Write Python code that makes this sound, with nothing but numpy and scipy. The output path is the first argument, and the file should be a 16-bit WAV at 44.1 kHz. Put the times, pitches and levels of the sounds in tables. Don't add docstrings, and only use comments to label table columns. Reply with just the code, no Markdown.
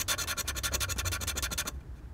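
import sys
import numpy as np
from scipy import signal
from scipy.io import wavfile
from scipy.ndimage import uniform_filter1d

SR = 44100
rng = np.random.default_rng(int(sys.argv[2]) if len(sys.argv) > 2 else 0)


def rack_gain(trim_db):
    fader = np.asarray(trim_db, float)
    return 10 ** (fader / 20)


def put_to_file(sound):
    columns = np.atleast_2d(sound).T
    safe = np.clip(columns, -1, 1)
    whole_steps = np.round(safe * 32767)
    wavfile.write(sys.argv[1], SR, whole_steps.astype(np.int16))


N = 94021

# start_s, length_s, force_db, card_share_db, heaviest_place (0-1)
PUSH_STROKES = [
    (.080, 0.068, -25.5, 3, 0.5),
    (.272, 0.062, -31, 5, 0.7),
    (.477, 0.035, -27.5, 3, 0.27),
    (.633, 0.056, -27.5, 1.5, 0.47),
    (.804, 0.048, -27, 1.5, 0.6),
    (.985, 0.03, -29, 5.5, 0.26),
    (1.116, 0.055, -30, 4, 0.39),
    (1.270, 0.052, -29.5, 1, 0.49),
    (1.424, 0.046, -29.5, 3.5, 0.48),
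    (1.576, 0.046, -27.5, 1.5, 0.46),
]
# start_s, length_s, force_db, card_share_db, bite_place (0-1)
PULL_STROKES = [(-.03, 0.048, -28.5, -1.5, 0.54), (.175, 0.054, -31.5, -1.5, 0.1),
                (.226, .014, -37, 6, .05), (.364, 0.046, -30, -2.5, 0.3), (.545, 0.044, -34.5, 2, .45),
                (.715, 0.041, -27.5, 2, .54), (.878, 0.045, -32.5, 1, 0.37), (1.043, 0.039, -34, 3.5, 0.24),
                (1.200, 0.038, -36, 3, 0.25), (1.351, 0.036, -31.5, 2, 0.54),
                (1.503, 0.033, -33.5, -0.5, 0.38), (1.650, 0.036, -33.5, 3, 0.59)]
# start_s, length_s, force_db, card_share_db, heaviest_place (0-1)
FAINT_DRAGS = [
    (.44, 0.035, -56, 15.5, 0.98),
    (.958, 0.018, -47.5, 6, 1),
    (1.73, 0.04, -67.5, 2, 0.31),
    (1.80, 0.012, -66, 13, 0.4),
    (1.86, 0.024, -99, 15, 0.41),
    (1.95, 0.046, -66, 8, .5),
    (1.99, 0.005, -61, 10.5, 0.6),
    (2.03, 0.029, -77, 13, .5),
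]
# rise_s, release_s, fall_before_heaviest_db, fall_after_db, trailing_share (0-1), trailing_s
PUSH_ENVELOPE = (0.0016, 0.0039, 3.85, 11, 0.15, 0.01)
PULL_ENVELOPE = (0.0037, 0.0045, 12, 1.64, 0.2, 0.015)
DRAG_ENVELOPE = (0.0044, 0.0045, 11, 2.3, .2, .004)
# pitch_hz, width_hz, push_db, pull_db, near_to_far_db
TOOL_AND_CARD_MODES = [(286, 54, -17, -19, -9.5), (591, 31.3, -11.5, -3, 2.5), (1116, 53, -7, -6.5, 1.5),
                       (1386, 25.3, -1.5, 4, 14), (1549, 163, -10, -18, 14), (1749, 10.7, -1.5, 3, 2),
                       (2372, 28, -5, -3, 17.5), (2673, 40, -9, -6.5, -12.5), (3107, 21, -7.5, -4.5, 3.5),
                       (3505, 60, 0.5, 0.5, -5), (4207, 166, -8.5, -3, 6), (5635, 150, -9, -9.5, -14),
                       (6098, 90, -3, 0, 2), (7016, 370, -8, 0, -7.5)]
# pitch_hz, width_hz, push_db, pull_db, near_to_far_db
TIP_MODES = [(7820, 230, -16, -8, -8), (8420, 410, -9, -11, 0), (10080, 490, -14, -15.5, 0.5),
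             (12680, 340, -12, -9, -10.5), (13230, 500, -15, -17.5, 2)]
# pitch_hz, level_db (per Hz)
PUSH_GRIT = [(150, -46), (800, -41.5), (1500, -14), (5000, -18), (7000, -19.5), (9000, -20.5),
             (11800, -23.5), (15500, -24.5)]
# pitch_hz, level_db (per Hz)
PULL_GRIT = [(150, -9.5), (800, -24), (1500, -13), (5000, -21.5), (7000, -5.5), (9200, -26.5),
             (11800, -21.5), (15500, -21.5)]
# pitch_hz, level_db
RUB_SPECTRUM = [(100, -52), (160, -4.5), (400, -1.5), (900, -4.5), (2500, -17.5), (5000, -18), (10000, -45)]
# start_s, level_db, burst_length_s, thump_db
CATCHES_AND_SNAPS = [(0.01, -41, 0.0019, -53.5), (0.0792, -41, 0.0039, -74), (0.181, -37, 0.0022, -60),
                     (0.258, -78, 0.0017, -49), (0.475, -37, 0.0035, -58), (0.7405, -33, 0.006, -45),
                     (0.842, -45, 0.0026, -61), (0.961, -46, .004, -42), (0.982, -31, 0.006, -44),
                     (1.2135, -33, 0.003, -47), (1.235, -35, 0.0025, -44.5), (1.372, -46, .002, -46),
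                     (1.4245, -25.5, 0.0051, -49.5), (1.652, -45, 0.0017, -41.5), (1.677, -29, 0.0048, -36.5),
                     (0.1, -51, 0.0018, -74), (0.113, -33, 0.0039, -62), (0.142, -42, 0.0017, -65),
               (.366, -53, .003, -60), (0.446, -58, .002, -50), (.568, -29, 0.0023, -62),
               (0.713, -52, 0.0023, -46), (0.802, -42, .003, -68), (0.84, -45, 0.0037, -62),
               (1.068, -34, 0.0037, -67), (1.117, -34, 0.004, -47), (1.278, -25.5, 0.0037, -48),
               (1.3565, -47, .002, -45), (1.387, -42, .002, -66), (1.505, -50, 0.0014, -48),
               (1.517, -41, 0.0034, -43), (1.5795, -38, .003, -60), (1.609, -27, .002, -60)]
# pitch_hz, level_db
BURST_SPECTRUM = [(500, -45), (2000, -12), (6300, 1.5), (9000, -1), (15500, -11.5)]
# pitch_hz, level_db
THUMP_SPECTRUM = [(80, -25), (200, 5.5), (600, -1), (1500, -9), (5000, -48)]
# pitch_hz, t60_s
ROOM_DECAY = [(300, 0.34), (2000, 0.083), (8000, 0.084)]
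# time_s, low_mode_db, upper_mode_db
TABLE_SHAKE = [(0.0, -55, -49.5), (0.05, -54, -46.5), (0.36, -50, -46), (0.57, -37.5, -52.5),
               (0.95, -41, -38.5), (0.999, -31.5, -50), (1.04, -42.5, -36), (1.51, -44, -53),
               (1.6, -42, -44), (1.66, -62, -53), (1.78, -34, -55), (1.829, -66, -58), (1.9, -40, -49.5),
               (2.03, -51, -59), (2.061, -41.5, -73), (2.13, -44, -45.5)]
# time_s, pitch_hz
ARM_LEAN = [(0, 88), (.15, 96.3), (.27, 79.4), (.42, 80.9), (.55, 98.2), (.86, 96.3), (1.06, 85.03),
            (2.13, 83)]
# pitch_hz, level_db (per Hz)
AIR_SPECTRUM = [(100, 2), (135, 1.5), (200, -10), (300, -9), (500, -19.5), (1700, -25), (2300, -34),
                (16000, -47)]
# onset_s, time_s where the falling slope would be full, end_s
SETTLE_TIMES = (1.747, 1.674, 1.775)
# pitch_hz, level_db
SETTLE_SPECTRUM = [(100, -44), (160, 1), (300, 2.5), (700, -13.5), (2500, -51), (6000, -42)]

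ALL_MODES = TOOL_AND_CARD_MODES + TIP_MODES
CARD_BELOW_HZ = 3000
CREEP_GAIN, BITE_S, TRAIL_FADE_S = 0.55, 0.003, 0.005
CLICKS_PER_S, CLICK_SPREAD_DB, HISS = 3000, 3, 1
CHATTER_DB, CHATTER_S = 0.5, 0.0026
GRIT_BRIGHT_HZ = 2830
GRIT_BITE, GRIT_LOW_BITE, GRIT_LEAN_DB = 1.4, 0.74, -13
BITE_PER_OCTAVE = 0.62
WANDER_DB, WANDER_S = 1.5, 0.022
DRIFT, DRIFT_S = 0.004, 0.064
HAND_DAMPING, DAMP_S = 1.35, 0.002
RUB_DB, RUB_S = -6, 0.055
ROOM_DB, AIR_DB, SETTLE_DB = -15.5, -52, -41.5
SHAKE_HZ, SHAKE_WIDTH_HZ, THUD_HZ, THUD_DB = 64.4, 17.5, 45.1, -51.5
MIC_EDGE_HZ = 15760


def evened(x):
    return x / np.sqrt(np.mean(x ** 2) + 1e-20)


def smoothed_twice(x, span):
    return uniform_filter1d(uniform_filter1d(x, span), span)


def wander(seconds, count):
    span = max(int(seconds * SR), 1)
    return evened(smoothed_twice(rng.standard_normal((count, N)), span))


def read(points, hz):
    table_hz, value = np.transpose(points)
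    return np.interp(np.log(hz + 1), np.log(table_hz + 1), value)


def colour(x, points):
    hz = np.abs(np.fft.fftfreq(4096, 1 / SR))
    log_gain = np.log(rack_gain(read(points, hz)))
    taps = np.fft.ifft(np.exp(np.conj(signal.hilbert(log_gain)))).real[:2048]
    return signal.oaconvolve(x, taps)[:len(x)]


def ring(x, hz, width):
    turn = np.exp(2j * np.pi * np.cumsum(hz) / SR)
    r = np.exp(-np.pi * width / SR)
    smooth = signal.lfilter([1 - r], [1, -r], x / turn + 1e-18)
    return 2 * (turn * smooth).real


def motion(strokes, envelope, outward):
    rise_s, release_s, before_db, after_db, trail, trail_s = envelope
    t = np.arange(N) / SR
    force, share, place, card_db = np.zeros((4, N))
    for start, length, db, share_db, top in strokes:
        on = slice(max(int(start * SR) + 1, 0), None)
        u = (t[on] - start) / length
        top = np.clip(top, .05, .95)
        rest = (np.minimum(u, 1) - top) / (1 - top)
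        if outward:
            fall_db = np.where(u < top, before_db * (1 - u / top) ** 2, after_db * rest ** 2)
        else:
            fall_db = np.where(u < top, before_db * (1 - CREEP_GAIN * u / top), after_db * (1 - rest))
            fall_db = uniform_filter1d(fall_db, max(int(BITE_S * SR), 1))
        past = np.clip(u - 1, 0, None) * length
        fade = past / (2 * trail_s) + np.clip(past - trail_s, 0, None) / TRAIL_FADE_S
        trailing = np.clip(trail, 0, 1) * np.exp(-fade)
        rise = np.clip(u * length / rise_s, 0, 1)
        share[on] = rack_gain(-fall_db) * rise * np.maximum(np.exp(-past / release_s), trailing)
        force[on] = rack_gain(db) * share[on]
        place[on] = (np.minimum(u, 1) - .5) * (1 if outward else -1)
        card_db[on] = share_db
    return force, share + 1e-9, place, card_db


def breaking_grit(force):
    struck = rng.random(N) < CLICKS_PER_S / SR
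    size = np.minimum(rng.exponential(1, N), 3)
    clicks = rng.choice([-1., 1.], N) * rack_gain(CLICK_SPREAD_DB * size) * struck
    hiss = rng.standard_normal(N)
    chatter = rack_gain(CHATTER_DB * wander(CHATTER_S, count=1)[0])
    return force * chatter * evened(evened(clicks) + HISS * hiss)


def bare_grit(drive, share, place, card_db, spectrum):
    low = signal.lfilter(*signal.butter(2, GRIT_BRIGHT_HZ, fs=SR), drive)
    dull = low * share ** (GRIT_LOW_BITE - 1) * rack_gain(card_db / 2)
    bright = (drive - low) * share ** (GRIT_BITE - 1) * rack_gain(GRIT_LEAN_DB * place)
    return colour(dull + bright, spectrum)


def ringing_modes(drive, share, place, card_db, outward):
    coupling_db = WANDER_DB * np.tanh(wander(WANDER_S, count=len(ALL_MODES)))
    grip = 1 + DRIFT * np.tanh(wander(DRIFT_S, count=len(ALL_MODES)))
    pressed = np.minimum(share * 3, 1)
    k = 1 / (DAMP_S * SR)
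    damp = np.maximum(signal.lfilter([k], [1, k - 1], pressed) ** 0.88, pressed)
    out = np.zeros(N)
    for i, (hz, width, push_db, pull_db, lean_db) in enumerate(ALL_MODES):
        db = (push_db if outward else pull_db) + lean_db * place + coupling_db[i]
        db = db + card_db * (hz < CARD_BELOW_HZ)
        bite = share ** (BITE_PER_OCTAVE * np.log2(0.1 + hz / 2000))
        tone = ring(drive * rack_gain(db) * bite, hz * grip[i], width * HAND_DAMPING)
        out += (-1) ** i * damp * tone / HAND_DAMPING ** .5
    return out


def scrape(strokes, envelope, outward):
    force, share, place, card_db = motion(strokes, envelope, outward)
    drive = breaking_grit(force)
    out = bare_grit(drive, share, place, card_db, PUSH_GRIT if outward else PULL_GRIT)
    out += ringing_modes(drive, share, place, card_db, outward)
    rub = smoothed_twice(force, int(RUB_S * SR)) * colour(rng.standard_normal(N), RUB_SPECTRUM)
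    return rack_gain(13.5) * out + rack_gain(RUB_DB) * rub


def table():
    t = np.arange(N) / SR
    s, low_db, upper_db = np.transpose(TABLE_SHAKE)
    upper_hz = np.interp(t, *np.transpose(ARM_LEAN))
    out = np.zeros(N)
    for hz, db, wide in [(SHAKE_HZ, low_db, 1), (upper_hz, upper_db, 1.3), (THUD_HZ, THUD_DB, 2.5)]:
        a, b, c = wander(1 / (wide * SHAKE_WIDTH_HZ), count=3)
        phase = 2 * np.pi * np.cumsum(hz + 2.53 * wide * c) / SR
        sway = (1 + .3 * a) * np.cos(phase) + .3 * b * np.sin(phase)
        out += rack_gain(np.interp(t, s, db + 0 * s)) * evened(sway)
    return out


def air():
    swell = evened(smoothed_twice(rng.standard_normal(N), 1500))
    noise = colour(rng.standard_normal(N + 2048), [(60, -47)] + list(AIR_SPECTRUM))[2048:]
    return rack_gain(AIR_DB) * rack_gain(0.31 * swell) * evened(noise)


def catches_and_snaps():
    t = np.arange(N) / SR
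    bright, dull = np.zeros((2, N))
    for s, db, length, thump_db in CATCHES_AND_SNAPS:
        after = np.clip(t - s, 0, None)
        bright += rack_gain(db) * np.minimum(after / 0.00055, 1) * np.exp(-after / length)
        dull += rack_gain(thump_db) * np.minimum(after / 0.0025, 1) * np.exp(-after / 0.0065)
    a, b = rng.standard_normal((2, N))
    return rack_gain(3.0) * colour(bright * a, BURST_SPECTRUM) + rack_gain(21.5) * colour(dull * b, THUMP_SPECTRUM)


def room(x):
    hz, t, z = signal.stft(rng.standard_normal(SR // 4), SR, nperseg=256)
    decay = rack_gain(-60 * t / read(ROOM_DECAY, hz)[:, None])
    tail = signal.istft(z * decay, SR, nperseg=256)[1]
    return rack_gain(ROOM_DB) * signal.fftconvolve(x, tail / np.linalg.norm(tail))[:N]


def settle():
    swell = np.interp(np.arange(N) / SR, SETTLE_TIMES, [0, 1, 0])
    return rack_gain(SETTLE_DB) * swell * evened(colour(rng.standard_normal(N), SETTLE_SPECTRUM))


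def scene():
    tip = scrape(PULL_STROKES, PULL_ENVELOPE, outward=False)
    tip += scrape(PUSH_STROKES, PUSH_ENVELOPE, outward=True)
    tip += scrape(FAINT_DRAGS, DRAG_ENVELOPE, outward=True)
    tip += catches_and_snaps()
    return (tip + room(tip) + table() + air() + settle())[None]


def roll_off(x):
    return signal.sosfilt(signal.butter(12, 16620, fs=SR, output="sos"), x)


def record(dry):
    dry = .3 * np.tanh(dry / .3)
    taps = signal.firwin(511, MIC_EDGE_HZ, window=("kaiser", 6), fs=SR)
    limited = signal.oaconvolve(dry, taps[None], "same")
    return roll_off(limited + rack_gain(-50) * (dry - limited))


dry = scene()
out = record(dry)
put_to_file(out)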